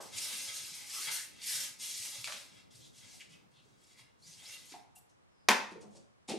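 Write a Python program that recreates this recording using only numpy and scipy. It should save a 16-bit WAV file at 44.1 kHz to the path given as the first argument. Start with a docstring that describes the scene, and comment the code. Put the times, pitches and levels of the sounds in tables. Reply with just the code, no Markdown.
"""A cloth wipes plastic plant saucers in quick strokes, firmly at first, then lightly round a rim.
Hiss and scrub are uneven noise driven by speed and pressure; swishes, pats, ticks and bumps join in.
Then one saucer knocks sharply on the floor, as a burst of cracks and ringing tones.
Last, a saucer is set down softly with a short scrape and low booms.
Throughout, a small, hard room answers over a faint rumble; table levels are set before its echoes."""
import sys
import numpy as np
from scipy import signal
from scipy.fft import rfft, irfft, next_fast_len
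from scipy.io import wavfile
from scipy.ndimage import uniform_filter1d, map_coordinates

SR = 44100
rng = np.random.default_rng(int(sys.argv[2]) if len(sys.argv) > 2 else 0)


def put_to_file(sound):
    """Save the sound as 16-bit audio at rate SR, in the file named by the first command-line argument."""
    columns = np.atleast_2d(sound).T  # one column per channel
    safe = np.clip(columns, -1, 1)
    whole_steps = np.round(safe * 32767)
    wavfile.write(sys.argv[1], SR, whole_steps.astype(np.int16))


N = 281647
TIME = np.arange(N) / SR  # seconds from the start of the scene
AGE = np.arange(SR // 2) / SR  # seconds from the start of one short sound
WORK_ENDS_S = 4.8
TOUCH_RISE_S, TOUCH_RELEASE_S = 0.017, 0.03  # how fast a light touch takes hold and lets go


def amp(db):
    """Turn decibels into a gain."""
    return 10 ** (np.asarray(db) / 20)


def unit(x):
    """Scale x to an average (rms) level of 1."""
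    return x / np.sqrt(np.mean(x ** 2) + 1e-20)


def along(points, hz):
    """Read a curve of (Hz, value) points on a log frequency axis."""
    f, v = np.transpose(points)
    return np.interp(np.log(hz + 1), np.log(f + 1), v)


def wobble(rate):
    """A smooth random curve with this many new random values a second."""
    return map_coordinates(rng.standard_normal(2048), [TIME * rate], mode="wrap")


def coloured(x, level_db):
    """Filter x to the gain level_db(Hz), with no sound before its cause."""
    m = 2 * next_fast_len(x.shape[-1] // 2 + 4096)
    gain = np.maximum(amp(level_db(np.fft.rfftfreq(m, 1 / SR))), 1e-6)
    # folding the cepstrum forward in time makes the filter minimum phase
    cepstrum = irfft(np.log(gain))
    cepstrum[1:m // 2] *= 2
    cepstrum[m // 2 + 1:] = 0
    response = np.exp(rfft(cepstrum))
    return irfft(rfft(x, m) * response, m)[..., :x.shape[-1]]


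def shaped(x, spectrum):
    """Filter x by a (Hz, dB) spectrum and scale it to rms 1."""
    return unit(coloured(x, lambda hz: along(spectrum, hz)))


def resonant(x, peaks):
    """Lift x around each (Hz, width in Hz, lift in dB) resonance."""
    return coloured(x, lambda hz: sum(db / (1 + (2 * (hz - centre) / width) ** 2)
                                      for centre, width, db in peaks))


def burst(t60):
    """A puff of noise that falls by 60 dB in t60 seconds."""
    return rng.standard_normal(len(AGE)) * amp(-60 * AGE / t60)


def add(track, s, sound):
    """Mix a sound into a track at time s."""
    part = track[max(round(s * SR), 0):][:len(sound)]
    part += sound[:len(part)]


def stroke(length_s, rise_s, release_s, change_db=0):
    """Gain of one rub: it takes hold, steadily gains or loses strength, then stops."""
    t = np.arange(int((length_s + release_s) * SR)) / SR
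    rise = np.clip(t / rise_s, 0, 1)
    release = np.clip(1 - (t - length_s) / release_s, 0, 1)
    return np.sin(rise * release * np.pi / 2) ** 2 * amp(change_db * t / length_s)


def touches(rows):
    """Gain over time of brief, even rubs given as (start s, length s, dB)."""
    gain = np.zeros(N)
    for s, length_s, db in rows:
        add(gain, s, amp(db) * stroke(length_s, TOUCH_RISE_S, TOUCH_RELEASE_S))
    return gain


def pat(hz, swell_cycles=1.4):
    """A soft thump that rises and dies within a few cycles of its pitch."""
    cycles = AGE * hz
    swell = (cycles / swell_cycles) ** 2 * np.exp(2 - 2 * cycles / swell_cycles)
    return swell * np.sin(2 * np.pi * cycles)


def fibres(grain_db, flutter_db):
    """Countless fibres or rough spots catch and slip: noise made grainy and clumpy."""
    grain = grain_db * rng.standard_normal(N)
    flutter = flutter_db * wobble(70)
    return rng.standard_normal(N) * amp(grain + flutter)


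def shifting(x, depth_db):
    """The moving hand covers and uncovers narrow resonances, so the colour keeps changing."""
    z = signal.stft(x, nperseg=512)[2]
    field = rng.standard_normal(z.shape[1:])
    # axis 1 is time, axis 0 is frequency
    field = uniform_filter1d(uniform_filter1d(field, size=14, axis=1), size=6, axis=1)
    field = unit(field) + 0.5 * unit(uniform_filter1d(field, size=9, axis=0))
    return signal.istft(z * unit(amp(depth_db * field)), nperseg=512)[1][:, :N]


# How fast the room's echoes die. Each row: frequency in Hz, time to fall by 60 dB in seconds.
ROOM = [(150, 0.39), (400, 0.46), (1000, 0.52), (2500, 0.45), (6000, 0.39), (12000, 0.3)]
# How alike the echoes are at the two ears. Each row: frequency in Hz, likeness (1 is identical).
ALIKE = [(100, 0.43), (500, 0.46), (1200, 0.26), (3000, 0.57), (7000, 0.49), (12000, .05)]


def in_room(x, wet_db):
    """Hard walls return dense, fading echoes that differ between the two ears."""
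    hz, t, z = signal.stft(rng.standard_normal((2, SR * 3 // 4)), SR, nperseg=256)
    turn = np.arccos(np.clip(along(ALIKE, hz), -1, 1)) / 2
    shares = np.array([np.cos(turn), np.sin(turn)])[:, :, None]  # common part, differing part
    z = z * amp(-60 * t / along(ROOM, hz)[:, None]) * shares
    mid, side = signal.istft(z, SR, nperseg=256)[1]
    build_up = 1 - np.exp(-np.arange(len(mid)) / SR / 0.00043)
    tail = np.array([mid + side, mid - side]) * build_up
    echoes = signal.fftconvolve(x[None], tail / np.linalg.norm(tail[0]), axes=1)[:, :N]
    return (x + amp(wet_db) * echoes) / np.hypot(1, amp(wet_db))


def wide(spectrum, side_db):
    """Stereo noise whose two ears differ by side_db more than they agree."""
    mid, side = shaped(rng.standard_normal((2, N)), spectrum) * amp([[0], [side_db]])
    return unit(np.array([mid + side, mid - side]))


def soft_pats(count=30, spread_db=3):
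    """Arms and cloth pat lightly against the body at random while the hands work."""
    track = np.zeros(N)
    for when, pitch, size in rng.uniform(0, 1, (count, 3)):
        level = amp(spread_db * (2 * size + 1.0))
        add(track, when * WORK_ENDS_S, level * pat(105 * 3.2 ** (pitch ** 2)))
    return track


# Tone of the room's rumble. Each row: frequency in Hz, relative level in dB per Hz.
RUMBLE = [(20, -20), (50, -2.5), (110, 4), (250, -5), (600, -6), (1100, -5.5), (2200, -12.5), (5000, -20),
          (10000, -24.5), (15000, -52.5)]
# Tone of the arms' rustle. Each row: frequency in Hz, relative level in dB per Hz.
HANDLING = [(40, -35.5), (75, -3.5), (120, -2), (220, -2.5), (400, -7), (800, -14.5), (2000, -42.5)]
# How much the arms and clothes rustle. Each row: time in seconds, gain in dB.
ARMS = [(0, -58), (.7, -66), (2.3, -67), (3.3, -65), (3.9, -77), (4.7, -66), (5.3, -74), (5.9, -55),
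        (6.39, -85)]


def background():
    """Very wide noise makes the room's rumble; lumpy low noise and pats make the arms' rustle."""
    pats = soft_pats() + soft_pats() * np.array([[1], [-1]])
    seconds, levels_db = np.transpose(ARMS)
    arm_gain = amp(np.interp(TIME, seconds, levels_db))
    lumps = amp(2.7 * np.tanh(wobble(18.0)))
    arms = arm_gain * (lumps * wide(HANDLING, side_db=12.0) + amp(-4) * pats)
    return amp(-68.5) * wide(RUMBLE, side_db=5.0) + arms


# Heavier pats of cloth and forearm. Each row: time in seconds, peak scale in dB, pitch in Hz.
PATS = [(0.332, -53, 240), (1.0, -55, 356), (1.069, -60, 144), (1.536, -58, 139), (2.179, -54.5, 117),
        (2.338, -56.5, 231), (2.655, -69, 196), (2.737, -59, 127), (2.786, -60, 126), (3.276, -60, 157),
        (3.316, -63, 168.6), (3.439, -61, 202), (3.572, -66, 135), (3.628, -68, 129), (3.655, -61, 396),
        (3.714, -69, 135.6), (4.002, -63, 126), (4.258, -59.5, 160), (4.348, -66, 162), (4.61, -61, 256)]


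def heavy_pats():
    """The cloth or a forearm lands on the lap with a soft, low thump."""
    track = np.zeros(N)
    for s, db, hz in PATS:
        add(track, s, amp(db) * pat(hz))
    return in_room(track, wet_db=4.0)


# Tone of the crumpling cloth. Each row: frequency in Hz, relative level in dB per Hz.
FOLDS = [(80, -19.5), (180, 3.5), (330, -0.5), (550, -11), (900, -14.5), (1500, -25.5), (4000, -29)]


def folds(level_db=-76, clump_db=5):
    """The cloth crumples softly, in uneven little clumps, for as long as the hands work."""
    working = np.clip((WORK_ENDS_S - TIME) / .2, 0, 1)
    crumple = fibres(grain_db=3, flutter_db=1) * amp(clump_db * np.tanh(wobble(16)))
    return in_room(amp(level_db) * working * shaped(crumple, FOLDS), wet_db=2.0)


# The wooden floor booming. Each row: time in seconds, peak scale in dB, pitch in Hz.
BOOMS = [(5.489, -39, 207), (5.723, -55.5, 215), (5.835, -51, 207), (6.295, -37, 225), (6.338, -44, 213)]


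def floor_booms():
    """The floor gives a short, low boom when the saucer's weight lands on it."""
    track = np.zeros(N)
    for s, db, hz in BOOMS:
        add(track, s, amp(db) * pat(hz, swell_cycles=5.8))
    return in_room(track, wet_db=-3)


# Dull bumps of saucer on hand or floor. Each row: time in seconds, peak in dB,
# centre in Hz, half-width in octaves, time for the noise to fall by 60 dB in seconds.
BUMPS = [(0.002, -38, 760, 0.88, 0.24), (0.004, -46.5, 480, 0.62, 0.11), (2.273, -36, 1270, 0.74, 0.12),
         (2.273, -50, 602, 0.16, 0.19), (2.32, -42, 875, 0.87, 0.18), (3.14, -62, 730, 0.28, 0.12),
         (3.41, -69, 960, 0.24, 0.082), (3.99, -64, 1016, 0.19, 0.35), (4.425, -62, 760, .3, 0.19),
         (4.72, -51, 287, 0.5, 0.26), (4.722, -48, 1760, 0.63, .16), (4.738, -41.5, 800, 0.23, 0.1),
         (4.835, -56, 770, 0.37, .06), (4.962, -57.5, 780, 0.15, 0.03), (5.718, -42, 284, 0.69, 0.12),
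         (5.755, -41, 394, 0.27, 0.059), (5.825, -48, 434, 0.79, 0.25), (5.95, -51.5, 300, 0.97, 0.28),
         (6.294, -39, 320, 0.36, 0.071), (6.33, -31.5, 350, 0.27, 0.069), (6.337, -34, 580, 0.49, 0.05)]


def bumps():
    """Soft contacts stir only one low or middle region of the saucer."""
    track = np.zeros(N)
    for s, db, centre_hz, octaves, t60 in BUMPS:
        hump = lambda hz: -20 * np.log10(1 + (np.log2((hz + 1) / centre_hz) / octaves) ** 4 / 2)
        thud = coloured(burst(t60), hump)
        add(track, s, amp(db) * thud / np.abs(thud).max())
    return in_room(track, wet_db=-0.5)


# Light ticks of plastic. Each row: time in seconds, peak in dB.
TICKS = [(1.4176, -30.5), (2.2434, -20.5), (2.2748, -25.5), (2.323, -23.5), (2.7232, -63), (3.2067, -39),
         (3.2148, -39), (4.4, -43), (4.722, -39), (6.287, -33), (6.2967, -24), (6.311, -35)]
# Tone of a tick. Each row: frequency in Hz, relative level in dB per Hz.
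TICK = [(120, -63.5), (400, -28), (1500, -12), (2300, -0.5), (4500, -1.5), (8000, -8.5), (12000, -21.5),
        (16000, -52.5)]


def ticks():
    """A nail or an edge catches on the plastic: a snap and a very short scuff."""
    track = np.zeros(N)
    for s, db in TICKS:
        snap = shaped(burst(0.0053) + amp(-14.0) * burst(0.052), TICK)
        add(track, s, amp(db) * snap / np.abs(snap).max())
    return in_room(track, wet_db=1.5)


# The rim grating as it is put down. Each row: start in seconds, length in seconds, level in dB.
SCRAPES = [(6.278, 0.039, -39)]
# Tone of plastic grating on wood. Each row: frequency in Hz, relative level in dB per Hz.
GRATE = [(100, -24), (220, 0.5), (450, -1.5), (600, 4.5), (850, -3), (1100, -16), (1750, -20), (2400, -9.5),
         (4500, -15), (7000, -25), (11000, -26.5), (14000, -63)]


def scrape():
    """The rim skids a little way over the floor in coarse catches."""
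    catches = fibres(grain_db=9, flutter_db=1)
    return in_room(touches(SCRAPES) * shaped(catches, GRATE), wet_db=-3.5)


# The rim striking and chattering. Each row: time in seconds, relative crack strength in dB,
# peak of the hard snap in dB.
KNOCKS = [(5.486, 0.5, -10), (5.4882, 0, -9), (5.4916, -5.5, -18), (5.4995, -5.5, -33), (5.507, -4, -28.5),
          (5.514, -6, -34.5)]
# The saucer's ringing tones. Each row: pitch in Hz, relative level in dB,
# time to fall by 60 dB in seconds.
SAUCER = [(205, -2.5, 0.41), (247, -1.5, 0.33), (397, -1.5, 0.31), (582, -4.5, 0.38), (750, -0.5, 0.34),
          (905, 4, 0.38), (988, 2.5, 0.33), (1550, -0.5, 0.36), (1724, -2.5, .3), (2050, -4.5, 0.33),
          (2205, -1.5, 0.19), (2220, -5, 0.33), (2331, -4.5, 0.21), (2460, -3.5, 0.35), (2590, -6, 0.46),
          (3320, -3.5, .2), (3540, -11.5, 0.28)]
# Tone of the hard edge's snap. Each row: frequency in Hz, relative level in dB per Hz.
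SNAP = [(100, -69.5), (500, -31), (1300, -5), (2200, -1), (4300, 1.5), (6000, -7), (10000, -17.5),
        (14000, -21.5), (16500, -48.5)]
# Tone of the fuller crack. Each row: frequency in Hz, relative level in dB per Hz.
CRACK = [(100, -40.5), (160, -28.5), (210, -6.5), (320, -11.5), (520, -7.5), (720, -7.5), (950, 2.5),
         (1300, -6), (2300, -1), (3000, -8.5), (4400, -12), (6000, -17), (10000, -21), (14000, -28),
         (16500, -55)]


def knock(rise_s=0.00048, crack_db=-38.0, ring_db=-32.0, snap_t60=0.0034):
    """The rim snaps against the floor, chatters and leaves the saucer ringing."""
    cracks, ring = np.zeros((2, N)), np.zeros(N)
    for s, db, snap_db in KNOCKS:
        blow = np.zeros(N)
        snap = shaped(burst(snap_t60), SNAP)
        add(blow, s, amp(snap_db) * snap / np.abs(snap).max())
        crack = shaped(burst(0.024) * (1 - np.exp(-AGE / rise_s)), CRACK)
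        add(blow, s, amp(crack_db + db) * crack)
        cracks += in_room(blow, wet_db=-3.5)
    first_strike_s = KNOCKS[0][0]
    for hz, db, t60 in SAUCER:
        tone = np.sin(2 * np.pi * hz * AGE + rng.uniform(0, 2 * np.pi))
        build_up = 1 - np.exp(-AGE * hz / 2)
        add(ring, first_strike_s, amp(ring_db + db - 60 * AGE / t60) * tone * build_up)
    return cracks + in_room(ring, wet_db=-16.0)


# A fingertip slipping off the rim. Each row: start in seconds, length in seconds, level in dB.
SLIPS = [(4.947, 0.03, -57.5)]
# The rim squeaking under a finger. Each row: start in seconds, length in seconds, level in dB.
SQUEAKS = [(4.505, 0.057, -57), (4.952, 0.0107, -61.5)]
# Resonances of the fingertip's chirp. Each row: centre in Hz, width in Hz, lift in dB.
CHIRP = [(5810, 110, 10), (7150, 130, 15), (7760, 200, 14.5), (9050, 180, 14), (9700, 170, 13),
         (10660, 130, 12), (12020, 140, 19)]


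def finger_slip(squeak_hz=2770, half_width_hz=42):
    """A finger drags on the rim with a rough squeak of fixed pitch and slips off with a bright chirp."""
    skin = fibres(grain_db=6, flutter_db=1)
    chirp_tone = [(1000, -21), (3500, -5), (6000, -4), (9000, 0), (12000, -0.5), (15000, -24)]
    chirp = shaped(resonant(skin, CHIRP), chirp_tone)
    narrow = lambda hz: -20 * np.log10(1 + ((hz - squeak_hz) / half_width_hz) ** 2)
    squeak = unit(coloured(rng.standard_normal(N), narrow))
    return in_room(touches(SLIPS) * chirp, wet_db=-5) + in_room(touches(SQUEAKS) * squeak, wet_db=-10)


# Swishes of sliding cloth and sleeve. Each row: start in seconds, length in seconds,
# first pitch in Hz, last pitch in Hz, half-width in Hz, level in dB.
SWISHES = [(0.688, 0.22, 2242, 2153, 250, -56.5), (0.919, 0.11, 1180, 1263, 150, -53),
           (0.992, 0.13, 1745, 2150, 400, -49), (1.051, 0.085, 1340, 1533, 230, -50),
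           (1.08, 0.19, 1704, 1707, 478, -54.5), (1.403, 0.3, 2150, 1710, 396, -52.5),
           (1.798, 0.13, 3180, 3290, 600, -48), (1.8, 0.4, 2118, 2056, 260, -59),
           (2.78, 0.11, 3580, 3590, 500, -62.5), (3.192, 0.042, 2615, 2547, 790, -54),
           (3.292, 0.079, 2830, 2830, 750, -64.5), (3.531, 0.1, 3590, 3580, 850, -67.5),
           (3.925, 0.12, 2090, 2114, 250, -70.5), (4.219, .06, 4280, 5170, 260, -56.5),
           (4.257, 0.071, 5700, 6240, 306, -57), (4.322, 0.042, 4860, 4370, 500, -60),
           (4.372, 0.11, 2850, 4400, 230, -58.5), (4.445, 0.043, 4290, 5670, 350, -52),
           (4.472, .06, 6000, 6400, 300, -52.5), (4.463, 0.1, 2240, 2110, 250, -63),
           (5.28, .24, 5180, 4800, 330, -79.5)]


def cloth_swishes():
    """A band of noise glides in pitch, swelling and fading, as a fold of cloth slides along."""
    swish = np.zeros(N)
    for s, length_s, first_hz, last_hz, width_hz, db in SWISHES:
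        n = int(length_s * SR)
        low_pass = lambda hz: -20 * np.log10(1 + (hz / width_hz) ** 4)
        band = unit(coloured(rng.standard_normal((2, len(AGE))), low_pass))[:, -n:]
        # two slow noises on a gliding carrier make a band of noise around its pitch
        phase = 2 * np.pi * np.cumsum(np.linspace(first_hz, last_hz, n)) / SR
        glide = band[0] * np.cos(phase) + band[1] * np.sin(phase)
        add(swish, s, amp(db) * np.sin(np.linspace(0, np.pi, n)) * glide)
    return shifting(in_room(swish, wet_db=-2.5), depth_db=2.5)


# Reflections off nearby floor, shelves and leaves. Each row: delay in seconds, gain.
WALLS = [(.0011, .16), (.0029, -.2), (.0047, .2), (.0083, .2), (.0146, -.2)]


def early_walls(x, drift_s=0.000297):
    """A few quick reflections comb the sound; the comb slides as the hands move."""
    reflections = sum(gain * np.interp(TIME - delay - drift_s * wobble(5), TIME, x, left=0)
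                      for delay, gain in WALLS)
    return x + reflections


def flexed(x, share=.014, rate=6):
    """The changing grip flexes the saucer, sliding its resonances a little up and down."""
    return map_coordinates(x, [np.cumsum(1 + share * wobble(rate))], mode="mirror")


# Strokes of the cloth. Each row: start in seconds, length in seconds, rise in seconds,
# hiss gain in dB, change by the end in dB, scrub from pressure in dB over the hiss.
STROKES = [(-0.025, 0.072, 0.01, -50, -5, -8.5), (0.092, 0.39, 0.12, -39, -6.5, -5),
           (0.487, 0.19, 0.1, -42, -7, -9), (0.69, 0.18, 0.068, -45.5, -7, -5.5),
           (0.827, 0.13, 0.15, -44.5, 5, -6), (0.98, 0.091, 0.048, -42.5, 2, -4.5),
           (1.103, 0.11, 0.014, -36.5, -11, -5), (1.298, 0.098, 0.028, -74, 13.5, 1),
           (1.39, 0.25, 0.13, -33, -9.5, -10.5), (1.77, 0.43, 0.069, -41, -6, -12),
           (2.229, 0.17, 0.018, -45.5, -7.5, -5.5), (2.41, 0.18, 0.043, -66, -0.5, -1.5),
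           (2.698, 0.15, 0.021, -61, 0.5, -10), (2.908, 0.29, 0.082, -56.5, -3, -3.5),
           (3.28, 0.053, 0.025, -62.5, -1.5, -5), (3.497, 0.27, 0.028, -72, -8, -2),
           (3.752, 0.17, 0.098, -70.5, 4.5, -4), (3.95, 0.023, 0.051, -58.5, 1.5, -4.5),
           (4.166, 0.29, 0.16, -55.5, -3.5, -9.5), (4.412, 0.13, 0.11, -55, 1, 0.5),
           (4.573, 0.13, 0.022, -58.5, -1, -6.5), (4.675, 0.021, 0.086, -51, 0.5, -6)]
# Light brushing as the arm reaches down and the saucer slides to rest.
# Each row: start in seconds, length in seconds, level in dB.
BRUSHES = [(5.085, 0.015, -71.5), (5.70, 0.024, -64), (5.80, 0.025, -62), (5.9, 0.064, -69.5),
           (5.945, 0.019, -61.5), (6.273, 0.018, -48.5)]
# Tone of the cloth's hiss. Each row: frequency in Hz, relative level in dB per Hz.
HISS = [(200, -36), (500, -42), (1200, -30), (2300, -9), (3600, -3), (5500, 0.5), (8000, -1), (11000, -11),
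        (13500, -45.5), (15000, -61)]
# Tone of a fast stroke's extra sheen. Each row: frequency in Hz, relative level in dB per Hz.
SHEEN = [(3000, -35), (6000, -13.5), (9000, -1), (12000, -3), (14000, -12), (15200, -35)]
# Tone of the scrub. Each row: frequency in Hz, relative level in dB per Hz.
SCRUB = [(120, -35.5), (300, -15), (600, -17), (900, -10), (1500, -9), (2200, -3.5), (3200, -3.5),
         (5000, -2), (10000, -55)]
# Resonances of the rubbed plastic. Each row: centre in Hz, width in Hz, lift in dB.
SHELL = [(566, 40, 14.5), (864, 39, 12), (1270, 55, 6), (1647, 43, 10.5), (2057, 82, 11.5), (2235, 50, 9.5),
         (2720, 80, 11.5), (3287, 92, 8.5), (3726, 240, 6.5)]


def wiping(sheen_growth=1.321, sheen_db=11, unsteady_db=-1.24, pressure_db=3.0, release_s=0.062):
    """Speed makes the cloth hiss, and brighter; pressure makes the plastic under it scrub."""
    speed, pressure = np.zeros(N), np.zeros(N)
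    for s, length_s, rise_s, hiss_db, change_db, scrub_db in STROKES:
        gain = amp(hiss_db) * stroke(length_s, rise_s, release_s, change_db)
        add(speed, s, gain)
        add(pressure, s, amp(scrub_db) * gain)
    speed = speed * amp(unsteady_db * wobble(21.95))
    pressure = pressure * amp(pressure_db * wobble(22))

    hiss = speed * shaped(early_walls(fibres(grain_db=4.0, flutter_db=2)), HISS)
    # a power above 1 makes the sheen grow faster than the hiss
    bright_weave = shaped(early_walls(fibres(grain_db=8.5, flutter_db=-3.0)), SHEEN)
    sheen = amp(sheen_db) * speed ** sheen_growth * bright_weave
    rubbed_plastic = flexed(resonant(fibres(grain_db=6.5, flutter_db=3.0), SHELL))
    scrub = pressure * shaped(rubbed_plastic, SCRUB)
    brush = touches(BRUSHES) * shaped(fibres(grain_db=4, flutter_db=1.5), HISS)
    rub = in_room(hiss + brush, wet_db=-1.0) + in_room(scrub + sheen, wet_db=6.0)
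    return shifting(rub, depth_db=1.1)


def scene():
    """Add up all the sources, with the work of the hands a touch to the left."""
    hands = wiping() + cloth_swishes() + finger_slip() + ticks() + folds()
    hands = hands * amp([[.35], [-.35]])
    return hands + bumps() + scrape() + knock() + floor_booms() + background() + heavy_pats()


def record(dry, top_hz=16000):
    """A steep filter removes the sound above its upper limit."""
    return coloured(dry, lambda hz: -20 * np.log10(1 + (hz / top_hz) ** 80))


dry = scene()
out = record(dry)
put_to_file(out)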